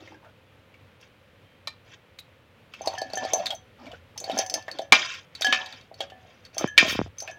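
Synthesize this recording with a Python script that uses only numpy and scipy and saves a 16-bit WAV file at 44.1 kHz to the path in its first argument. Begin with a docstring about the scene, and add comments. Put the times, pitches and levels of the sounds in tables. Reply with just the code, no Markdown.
"""Chocolate pieces into a chopper bowl

Pieces from a glass dish tick as pitched noise bursts; ticks, knocks and touches ring the dish's modes.
Landings are noise bursts that ring the modes of a plastic bowl; pieces rub, scrape and patter as random
grains, with airy hiss above. Microphone thumps are slowing swings, hand rumble is low noise, a squeak is
a sine. Feedback delays add the kitchen's echo; steady noise, strongest near 95 Hz, lies below."""
import sys
import numpy as np
from scipy import signal
from scipy.fft import rfft, irfft, next_fast_len
from scipy.io import wavfile

SR = 44100
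rng = np.random.default_rng(int(sys.argv[2]) if len(sys.argv) > 2 else 0)


def unload_audio(sound):
    """Save the sound as a 16-bit wav file, at the path given as the first command line argument."""
    columns = np.transpose(np.atleast_2d(sound))
    # keep every value between -1 and 1, then stretch to whole-number steps
    steps = np.round(np.clip(columns, -1, 1) * 32767)
    wavfile.write(sys.argv[1], SR, steps.astype(np.int16))


def linear_from_db(decibels):
    """Turn decibels (scalar or array-like) into linear amplitude factors; 0 gives 1."""
    return 10 ** (np.asarray(decibels, float) / 20)


N = 325458


def rms_one(x):
    """Scale to unit rms."""
    return x / np.sqrt(np.mean(x ** 2) + 1e-20)


def band(x, low_hz, high_hz):
    """Butterworth band-pass."""
    sos = signal.butter(2, [low_hz, min(high_hz, .45 * SR)], "band", fs=SR, output="sos")
    return signal.sosfilt(sos, x + 1e-18)


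def shaped(x, spectrum):
    """x filtered by a spectrum of (Hz, dB per Hz); rms 1."""
    hz, db = np.transpose(spectrum)
    size = next_fast_len(N)
    log_hz = np.log(np.arange(size // 2 + 1) * SR / size + 1)
    gain = linear_from_db(np.interp(log_hz, np.log(hz), db, left=-80, right=-80))
    return rms_one(irfft(rfft(x, size) * gain, size)[:N])


def drift(rate_hz):
    """Slow random curve of rms 1: noise through two equal poles at rate_hz."""
    step = 40  # samples between drawn points
    r = np.exp(-2 * np.pi * rate_hz * step / SR)
    noise = rng.standard_normal(N // step + 2002)
    slow = signal.lfilter([1], [1, -2 * r, r * r], noise)[2000:]
    return np.interp(np.arange(N) / step, np.arange(len(slow)), rms_one(slow))


def ring(x, hz, t60_s):
    """Two-pole resonator: a unit click starts a decaying sine of height 1."""
    r = linear_from_db(-60 / (max(t60_s, .002) * SR))
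    w = 2 * np.pi * hz / SR
    return signal.lfilter([0, np.sin(w)], [1, -2 * r * np.cos(w), r * r], x + 1e-18)


def clicks(start_s, sizes):
    """Impulses at the given moments."""
    out = np.zeros(N)
    np.add.at(out, np.round(np.asarray(start_s) * SR).astype(int), sizes)
    return out


def bursts(start_s, levels_db, t60s_s):
    """White noise that starts at once and dies away, one burst a contact."""
    envelope = np.zeros(N)
    for start, level_db, t60_s in zip(start_s, levels_db, t60s_s):
        i = round(start * SR)
        t = np.arange(int(0.99 * abs(t60_s) * SR) + 9) / SR
        envelope[i:i + len(t)] += linear_from_db(level_db - 60 * t / (abs(t60_s) + 1e-4))[:N - i]
    return envelope * rng.standard_normal(N)


def grains(per_s, spread_db):
    """Random tiny impulses of uneven size on a bed of noise."""
    sizes = linear_from_db(spread_db * np.minimum(rng.exponential(1, N), 5)) * rng.choice([-1, 1], N)
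    return sizes * (rng.random(N) < per_s / SR) + .15 * rng.standard_normal(N)


def coloured(x, spectrum, patchy_db, rate_hz):
    """Half-octave bands that flicker each on its own, then the spectrum."""
    low_hz, high_hz = spectrum[0][0], spectrum[-1][0]
    edges = low_hz * 2 ** np.arange(0, np.log2(high_hz / low_hz) + .5, .5)
    flicker = sum(linear_from_db(patchy_db * drift(rate_hz)) * band(x, low, high) for low, high in zip(edges, edges[1:]))
    return shaped(flicker, spectrum)


def gains(curves, column):
    """One column of several level curves as a gain in time, near silent between them."""
    t = np.arange(N) / SR
    total = 0
    for rows in curves:
        s, db = np.transpose(rows)[[0, column]]
        total = total + linear_from_db(np.interp(t, s, db, left=-120, right=-120))
    return total


# Dry ticks of pieces. Each row: start in seconds, burst level in dB before filtering, pitch in Hz.
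TICK_ROWS = [(0.075, -37.5, 2150), (0.105, -39.5, 327), (0.115, -39.5, 860), (0.144, -42, 1640),
             (0.246, -38, 1450), (0.741, -43, 2300), (1.012, -47, 5530), (1.673, -21.5, 4060),
             (2.188, -28.5, 3944), (2.737, -27, 2670), (2.817, -41, 6230), (2.859, -29, 5400),
             (2.874, -17.5, 4420), (2.936, -43, 6200), (2.952, -33.5, 2930), (2.983, -28.5, 5110),
             (3.016, -25.5, 4510), (3.1, -38.5, 4200), (3.134, -27, 4630), (3.155, -31.5, 6100),
             (3.174, -27.5, 6300), (3.251, -29.5, 4550), (3.286, -35.5, 2230), (3.334, -13, 6230),
             (3.458, -19, 4320), (3.466, -16.5, 3750), (3.505, -19, 3316), (3.549, -37.5, 6350),
             (3.857, -40, 2970), (3.866, -33.5, 2300), (3.916, -34.5, 2980), (3.934, -35, 1520),
             (4.177, -24, 5410), (4.201, -29, 6820), (4.241, -26, 4500), (4.297, -26.5, 3060),
             (4.315, -26, 3740), (4.354, -39.5, 3310), (4.377, -24.5, 6070), (4.388, -13.5, 5680),
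             (4.463, -29, 5560), (4.498, -21.5, 5400), (4.54, -13.5, 5400), (4.624, -42, 5000),
             (4.681, -22.5, 1826), (4.714, -28.5, 4480), (4.787, -24.5, 3580), (4.817, -40, 5640),
             (5.144, -27.5, 2480), (5.351, -28, 3990), (5.41, -24.5, 5400), (5.42, -11, 3780),
             (5.446, -16.5, 5140), (5.466, -13.5, 3167), (5.605, -65, 4840), (5.66, -30, 4000),
             (5.725, -33.5, 3890), (5.811, -43, 3780), (5.942, -40, 4440), (6.005, -18, 3340),
             (6.1, -35, 3000), (6.451, -39, 4520), (6.545, -40.5, 5800), (6.581, -16.5, 5570),
             (6.675, -38.5, 6200), (6.882, -20.5, 3330), (7.184, -33.5, 6200), (7.203, -26.5, 5620),
             (7.223, -34.5, 6200), (7.276, -24.5, 2570), (7.312, -43.5, 6220)]
TICK_T60_S, TICK_T60_POWER = 0.051, -0.72  # t60 at 4 kHz; power of pitch by which it changes
SNAP_DB, SNAP_DB_PER_OCTAVE = -26.5, 4  # re burst at 4 kHz, before filtering; higher ticks snap more


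def ticks():
    """A dry burst coloured around the pitch of the piece, its brief ping, a faint broad body and an airy snap."""
    length = 4000
    out, snap, t = np.zeros(N), np.zeros(N), np.arange(length) / SR
    for start_s, level_db, hz in TICK_ROWS:
        noise = rng.standard_normal(length)
        pitch = hz / 4000
        t60_s = TICK_T60_S * pitch ** TICK_T60_POWER
        burst = noise * linear_from_db(level_db - 60 * t / t60_s)
        core = linear_from_db(-1.5) * band(band(burst, hz / 1.31, hz * 1.32), hz / 1.34, hz * 1.2)
        ping = linear_from_db(-29.5) * ring(burst, hz, 0.042)
        body = linear_from_db(-6.5) * band(burst, hz / 2.7, hz * 1.55)
        snap_db = level_db + SNAP_DB + SNAP_DB_PER_OCTAVE * np.log2(pitch)
        i = round(start_s * SR)
        out[i:i + length] += (core + ping + body)[:N - i]
        snap[i:i + length] += (noise * linear_from_db(snap_db - 80 * t / t60_s))[:N - i]
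    return out + band(snap, 7700, 12000) + linear_from_db(1.5) * band(snap, 14200, 15000)


# Dish modes in five groups struck together. Each row: frequency in Hz, mean level in dB, t60 in seconds.
DISH_MODES = [
    [(5990, -8.5, .15), (6154, -1, 0.093), (6230, 3.5, 0.073), (6380, -14.5, .15), (7280, -23, 0.16),
     (10050, -18, 0.028)],
    [(560, -18, 0.36), (663.4, 6.5, 0.032), (767, -3.5, 0.079)],
    [(748, 2.5, 0.44), (545, -18.5, 0.59)],
    [(1686, -3, .42), (1758, -5, .28), (2934, -18, .13), (3130, -6, .2)],
    [(4430, -4, 0.1), (4510, 6, 0.027), (4440, -1, 0.016)],
]
# Ticks ringing the two treble groups. Each row: group pitch in Hz, level in dB re tick burst,
# loss in dB per octave between tick and group.
TICK_TO_TREBLE = [(6200, -3.5, 40.5), (4500, -11.5, 23)]
# Dull knocks on the dish. Each row: start in seconds, level in dB.
DISH_KNOCKS = [(2.809, -32.5), (2.873, -21), (2.94, -35), (2.983, -50.5), (3.018, -27.5), (3.101, -40.5),
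               (3.135, -32), (3.172, -33), (3.232, -31), (3.25, -30), (3.335, -24.5), (3.398, -44),
               (4.212, -39), (4.241, -38), (4.278, -35), (4.297, -22), (4.37, -30), (4.392, -21.5),
               (4.54, -35), (4.555, -33), (4.681, -35), (4.793, -26.5), (5.41, -35.5), (5.467, -34),
               (5.914, -41.5), (6.005, -22), (6.025, -34.5), (6.12, -44), (6.568, -32.5), (6.61, -34),
               (7.222, -36.5), (7.281, -45.5)]
# Touches that leave the dish free to ring; the spot struck favours one of the twins near 1.7 kHz.
# Each row: start in seconds, long low ring in dB, 1.7-3 kHz ring in dB,
# lean in dB (added to the upper twin, taken from the lower).
DISH_TOUCHES = [(2.978, -37, -32.5, 3), (3.172, -30, -33, 7), (3.25, -30.5, -48, 8), (3.347, -31, -43, 4),
                (4.278, -39, -47, 6), (4.37, -43, -38.5, 3), (4.42, -36.5, -48, 5), (4.555, -56, -44, 10),
                (4.681, -59, -49, 0), (4.817, -68, -48, 1.5), (5.445, -32.5, -19.5, -5),
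                (5.467, -31.5, -35, -1), (5.526, -34, -24.5, 5), (6.12, -52, -48.5, 9.5),
                (6.61, -68, -42, 1), (6.675, -66, -33, 2), (7.281, -56, -46.5, 10.5), (7.315, -53, -48, -7)]
DISH_FROM_S = 2.5  # the dish comes into the hands; earlier ticks do not ring it


def dish():
    """Ticks, knocks and free touches strike mode groups; rounded contact lets each mode swell for a moment."""
    contact_t60_s = .005
    contact_gain = 2 * np.log(1000) / (contact_t60_s * SR)
    tick_s, tick_db, tick_hz = np.transpose([row for row in TICK_ROWS if row[0] > DISH_FROM_S])
    high, upper = ((tick_s, tick_db + db - loss_db * abs(np.log2(tick_hz / hz)), 0)
                   for hz, db, loss_db in TICK_TO_TREBLE)
    knocks = (*np.transpose(DISH_KNOCKS), 0)
    touch_s, low_db, middle_db, twin_lean_db = np.transpose(DISH_TOUCHES)
    strikes = high, knocks, (touch_s, low_db, 0), (touch_s, middle_db, twin_lean_db), upper
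    out = 0
    for modes, (start_s, struck_db, lean_db) in zip(DISH_MODES, strikes):
        for k, (hz, mode_db, t60_s) in enumerate(modes):
            spread_db = 2.5 * rng.standard_normal(len(start_s))
            spot_db = lean_db * ((k == 1) - (k == 0))
            hits = clicks(start_s, linear_from_db(struck_db + mode_db + spot_db + spread_db))
            push = ring(hits, hz, contact_t60_s) * contact_gain
            out = out + ring(push, hz, t60_s)
    return out


# Blows on the plastic bowl, first the blade seated, then pieces landing. Each row: start in seconds,
# contact noise in dB, its low part in dB re that, its treble in dB re that, contact t60 in seconds.
BOWL_BLOWS = [(1.673, -23.5, -7, -5, 0.031), (4.9225, 2, -9, -12.5, 0.05),
              (5.5253, -6.5, -14.5, -27.5, 0.039), (5.5459, -28, -5.5, -27, 0.0377),
              (6.778, 1.5, -31.5, -15.5, 0.054)]
# Bowl modes. 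Each row: frequency in Hz, relative level in dB, t60 in seconds before drops() shortens it.
BOWL_MODES = [(655.6, -14.5, 0.12), (1096, 7.5, 0.16), (1215, 1.5, 0.25), (1827, -5, 0.46),
              (2400, -8.5, 0.31), (2372, -5, 0.67), (2526, -8.5, 0.75), (2607, -3.5, 0.34),
              (2784, -25.5, 0.52), (3085, -2.5, 0.14), (3690, -11, 0.15), (4790, -9.5, 0.2),
              (5400, -8.5, 0.34), (6350, -17.5, 0.26)]


def drops():
    """A short rough contact rings the bowl's modes and cracks over a broad range."""
    start_s, level_db, low_db, treble_db, t60_s = np.transpose(BOWL_BLOWS)
    low = bursts(start_s, level_db + low_db, t60_s)
    middle = bursts(start_s, level_db, t60_s)
    treble = bursts(start_s, level_db + treble_db, t60_s)
    rung = 0
    for hz, mode_db, mode_t60_s in BOWL_MODES:
        contact = low if hz < 1400 else middle if hz < 4000 else treble
        rung = rung + linear_from_db(mode_db - 30.5) * ring(contact, hz, 0.23 * mode_t60_s)
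    crack = linear_from_db(3.0) * band(middle, 1900, 3600)
    crack = crack + linear_from_db(12.5) * band(low, 550, 1100)
    crack = crack + linear_from_db(3.5) * band(treble, 3100, 5900)
    air_snap = band(bursts(start_s, level_db + treble_db - 23.0, .4 * t60_s), 13000, 16300)
    return rung + crack + air_snap


# Pieces sliding and rubbing, one curve per handling. Each row: time in seconds, rub in dB, low scrape in dB.
RUSTLE_CURVES = [
    [(0, -61, -44.5), (0.05, -61.5, -58), (0.119, -59, -46.5), (0.17, -75, -83), (0.25, -87, -54),
     (0.3, -70, -63)],
    [(1.0, -72, -72), (1.03, -56, -73), (1.08, -72, -75)],
    [(1.85, -69, -76), (1.94, -49.5, -75), (1.99, -89, -78)],
    [(2.72, -61, -74), (2.9, -50, -37), (3.0, -52.5, -48.5), (3.1, -57.5, -51), (3.2, -46, -36),
     (3.29, -44, -41), (3.38, -49, -33.5), (3.53, -48.5, -40.5), (3.6, -101, -66)],
    [(3.78, -73, -64.5), (3.84, -56.5, -46), (3.94, -60, -42), (4.0, -66.5, -74)],
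    [(4.16, -64.5, -54), (4.3, -47, -41.5), (4.35, -44, -33), (4.41, -37, -43), (4.47, -61, -48.5),
     (4.58, -50, -35.5), (4.65, -67, -76), (4.75, -57, -42.5), (4.86, -63, -61)],
    [(4.92, -64, -29), (4.948, -45.5, -25), (5.06, -40, -56.5), (5.14, -39, -66), (5.19, -47, -61.5),
     (5.25, -64.5, -74.5)],
    [(5.33, -67.5, -85), (5.4, -53.5, -48), (5.5, -38.5, -39.5), (5.58, -56, -42), (5.76, -50.5, -59),
     (5.8, -56, -64), (5.88, -73.5, -64)],
    [(5.97, -64.5, -63), (6.039, -46, -38), (6.09, -85, -58), (6.3, -61, -57.5), (6.42, -70, -82.5),
     (6.47, -53.5, -68)],
    [(6.53, -59, -73), (6.6, -42, -29), (6.661, -43, -34), (6.7, -64.5, -62)],
    [(6.77, -48.5, -50), (6.81, -54.5, -34.5), (6.89, -26.5, -40.5), (6.95, -34.5, -45), (7.03, -50.5, -77),
     (7.08, -62.5, -46)],
    [(7.17, -60, -84.5), (7.242, -59, -47.5), (7.3, -52, -45.5), (7.38, -81.5, -61)],
]
# Rub spectrum. 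Each row: frequency in Hz, relative density in dB per Hz.
RUB_SPECTRUM = [(1000, -12), (1600, -7), (2300, -6.5), (3200, -2.5), (4200, -9.5), (5600, -7),
                (6800, -13.5), (8000, -30.5), (10000, -59)]
# Scrape spectrum. Each row: frequency in Hz, relative density in dB per Hz.
SCRAPE_SPECTRUM = [(50, -27.5), (100, -31.5), (250, -6), (450, -11.5), (650, 3), (900, -8), (1400, -17)]
# Airy hiss spectrum. Each row: frequency in Hz, relative density in dB per Hz.
HISS_SPECTRUM = [(7000, -19), (8500, -6.5), (10000, -9.5), (12600, -8.5), (15200, -4.5), (16100, -10.5)]
# Short airy swishes, some perhaps foil. Each row: middle in seconds, level in dB,
# half length in seconds (to 1/e).
AIRY_SWISHES = [(2.197, -54, 0.009), (2.902, -73, 0.057), (3.371, -59, 0.032), (3.53, -61, 0.031),
                (3.894, -100, .06), (4.24, -70, 0.033), (4.41, -61.5, 0.063), (4.558, -72, .06),
                (6.601, -55, 0.022), (6.911, -45.5, 0.033), (7.21, -68.5, 0.034)]
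HISS_DB = -35.5  # hiss of the rubbing re its level
# Crumbs scatter after each landing: level re contact noise, rise time constant, decay.
TUMBLE_DB, TUMBLE_RISE_S, TUMBLE_T60_S = -18, 0.0063, 0.25


def rustle():
    """Pieces tumble and rub in dense grains, with a dull scrape under them and thin airy hiss above."""
    t = np.arange(N) / SR
    busy = gains(RUSTLE_CURVES, column=1)
    for start_s, level_db, *_ in BOWL_BLOWS[1:]:
        since = np.maximum(t - start_s, 0)
        rise = 1 - np.exp(-since / TUMBLE_RISE_S)
        busy = busy + linear_from_db(level_db + TUMBLE_DB - 60 * since / TUMBLE_T60_S) * rise
    hiss_gain = linear_from_db(HISS_DB) * busy
    for middle_s, db, half_s in AIRY_SWISHES:
        hiss_gain = hiss_gain + linear_from_db(db) * np.exp(-((t - middle_s) / half_s) ** 2)
    pinging = shaped(pings(2400, 150.0, count=18), RUB_SPECTRUM)
    grainy = coloured(grains(2500, 2.8), RUB_SPECTRUM, patchy_db=5.5, rate_hz=41)
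    rub = busy * linear_from_db(2.1 * drift(27)) * rms_one(pinging + linear_from_db(-4.5) * grainy)
    dull = coloured(grains(250, 3.4), SCRAPE_SPECTRUM, patchy_db=7.0, rate_hz=8.0)
    scrape = gains(RUSTLE_CURVES, column=2) * dull
    hiss = hiss_gain * linear_from_db(0.93 * drift(30)) * shaped(grains(4000, 3.0), HISS_SPECTRUM)
    return rub + patter(busy) + scrape + hiss


def pings(per_s, t60_cycles, count):
    """Tumbling crumbs: random clicks dealt to small resonators spread in pitch."""
    hits, dealt = grains(per_s, 3.0), rng.integers(0, count, N)
    pitches_hz = np.geomspace(1000, 8500, count) * linear_from_db(.3 * rng.standard_normal(count))
    return sum(ring(hits * (dealt == k), hz, t60_cycles / hz) * np.sqrt(hz) for k, hz in enumerate(pitches_hz))


PATTER_PER_S, PATTER_DB, PATTER_T60_S = 1000, -14.5, 0.07  # crumbs tapping the bowl, which they also damp


def patter(busy):
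    """Crumbs tap the bowl at random spots, each ringing only some of its upper modes."""
    taps = busy * band(grains(PATTER_PER_S, 3.02), 1500, 6500)
    spots = rng.integers(0, 2 ** 20, N // 64 + 1).repeat(64)[:N]  # bit k: mode k rings
    out = 0
    for k, (hz, mode_db, _) in enumerate(BOWL_MODES):
        if hz > 1400:
            out = out + linear_from_db(PATTER_DB + mode_db) * ring(taps * (spots >> k & 1), hz, PATTER_T60_S)
    return out


# Low thumps at the microphone. Each row: start in seconds, swing level in dB before filtering.
MIC_THUMPS = [(6.643, -7.5), (6.828, -13.5), (6.832, -24), (6.862, -27), (6.88, -23.5), (6.912, -30),
              (6.927, -24.5), (6.951, -25), (6.955, -20.5), (6.991, -9.5), (7.001, -20), (7.015, -13.5),
              (7.062, -31.5)]
FIRST_TURN_HZ = 550  # the first full swing lasts 1/550 s


def thumps():
    """A sharp dip, then ever slower swings."""
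    turns = np.sqrt(np.arange(1500) / SR * FIRST_TURN_HZ)  # the swing slows as it dies
    swing = -np.sin(2 * np.pi * turns) * np.exp(-.55 * turns ** 2)
    start_s, level_db = np.transpose(MIC_THUMPS)
    return band(signal.fftconvolve(clicks(start_s, linear_from_db(level_db)), swing)[:N], 41, 1980)


# The table top shakes under the hands, in curves. Each row: time in seconds, mean level in dB.
RUMBLE_CURVES = [
    [(2.75, -69), (2.806, -81), (2.88, -62), (3.404, -61.5), (3.862, -71), (3.904, -52), (4.1, -63)],
    [(6.55, -72.5), (6.614, -73), (7.032, -35.5), (7.2, -76)],
]


def rumble():
    """Lumpy low noise while the hands press on the table."""
    low = rms_one(band(band(rng.standard_normal(N), 60, 130), 60, 130))
    return gains(RUMBLE_CURVES, column=1) * linear_from_db(0.74 * drift(7.3)) * low


# A faint squeak: middle in seconds, half length in seconds (to 1/e), pitch in Hz, mean level in dB.
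SQUEAK_TONE = (1.51, 0.09, 3150, -68)


def squeak():
    """A thin sine of slightly unsteady level that swells and fades."""
    middle_s, half_s, hz, db = SQUEAK_TONE
    t = np.arange(N) / SR
    swell = np.exp(-((t - middle_s) / half_s) ** 4)
    return linear_from_db(db + 2.5 * drift(15)) * swell * np.sin(2 * np.pi * hz * t)


KITCHEN_T60_S, WALL_CUT_HZ, KITCHEN_DB = 0.26, 8400, -20  # t60 at low pitch; loss per round; send level


def kitchen(x):
    """Eight feedback delays, duller on every round."""
    size = next_fast_len(N + SR)
    w = 2 * np.pi * np.arange(size // 2 + 1) / size
    dull = 1 / (1 + 1j * w * SR / (2 * np.pi * WALL_CUT_HZ))
    echo = 0
    for k, lag_s in enumerate(np.geomspace(.009, .031, 8)):
        loop = linear_from_db(-60 * lag_s / KITCHEN_T60_S) * dull * np.exp(-1j * w * lag_s * SR)
        echo = echo + (-1) ** k * loop / (1 - loop)
    return irfft(rfft(x, size) * echo, size)[:N]


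# Background spectrum. Each row: frequency in Hz, relative density in dB per Hz.
AIR_SPECTRUM = [(25, -24), (62, -14.5), (95, 1), (150, -8.5), (400, -15.5), (520, -7.5), (650, -17.5),
                (1200, -19), (2500, -19.5), (3300, -23), (5000, -34.5), (8000, -42.5), (16500, -43)]
AIR_DB = -56.5  # mean level


def air():
    """Steady coloured noise whose level wavers slightly."""
    return linear_from_db(AIR_DB + .5 * drift(4.5)) * shaped(rng.standard_normal(N), AIR_SPECTRUM)


def scene():
    """All sources near one microphone."""
    high_pass = signal.butter(4, 260, "high", fs=SR, output="sos")
    near = signal.sosfilt(high_pass, ticks() + dish() + drops())
    echo = linear_from_db(KITCHEN_DB) * kitchen(near)
    return (near + echo + rustle() + thumps() + rumble() + squeak() + air())[None]


def top_cut(x):
    """Nothing passes above the cut-off."""
    return signal.sosfilt(signal.butter(12, 16420, fs=SR, output="sos"), x)


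def record(dry):
    """The hardest blows overload: clipped at full scale."""
    mix = np.clip(dry, -1, 1)
    return top_cut(mix)


dry = scene()
out = record(dry)
unload_audio(out)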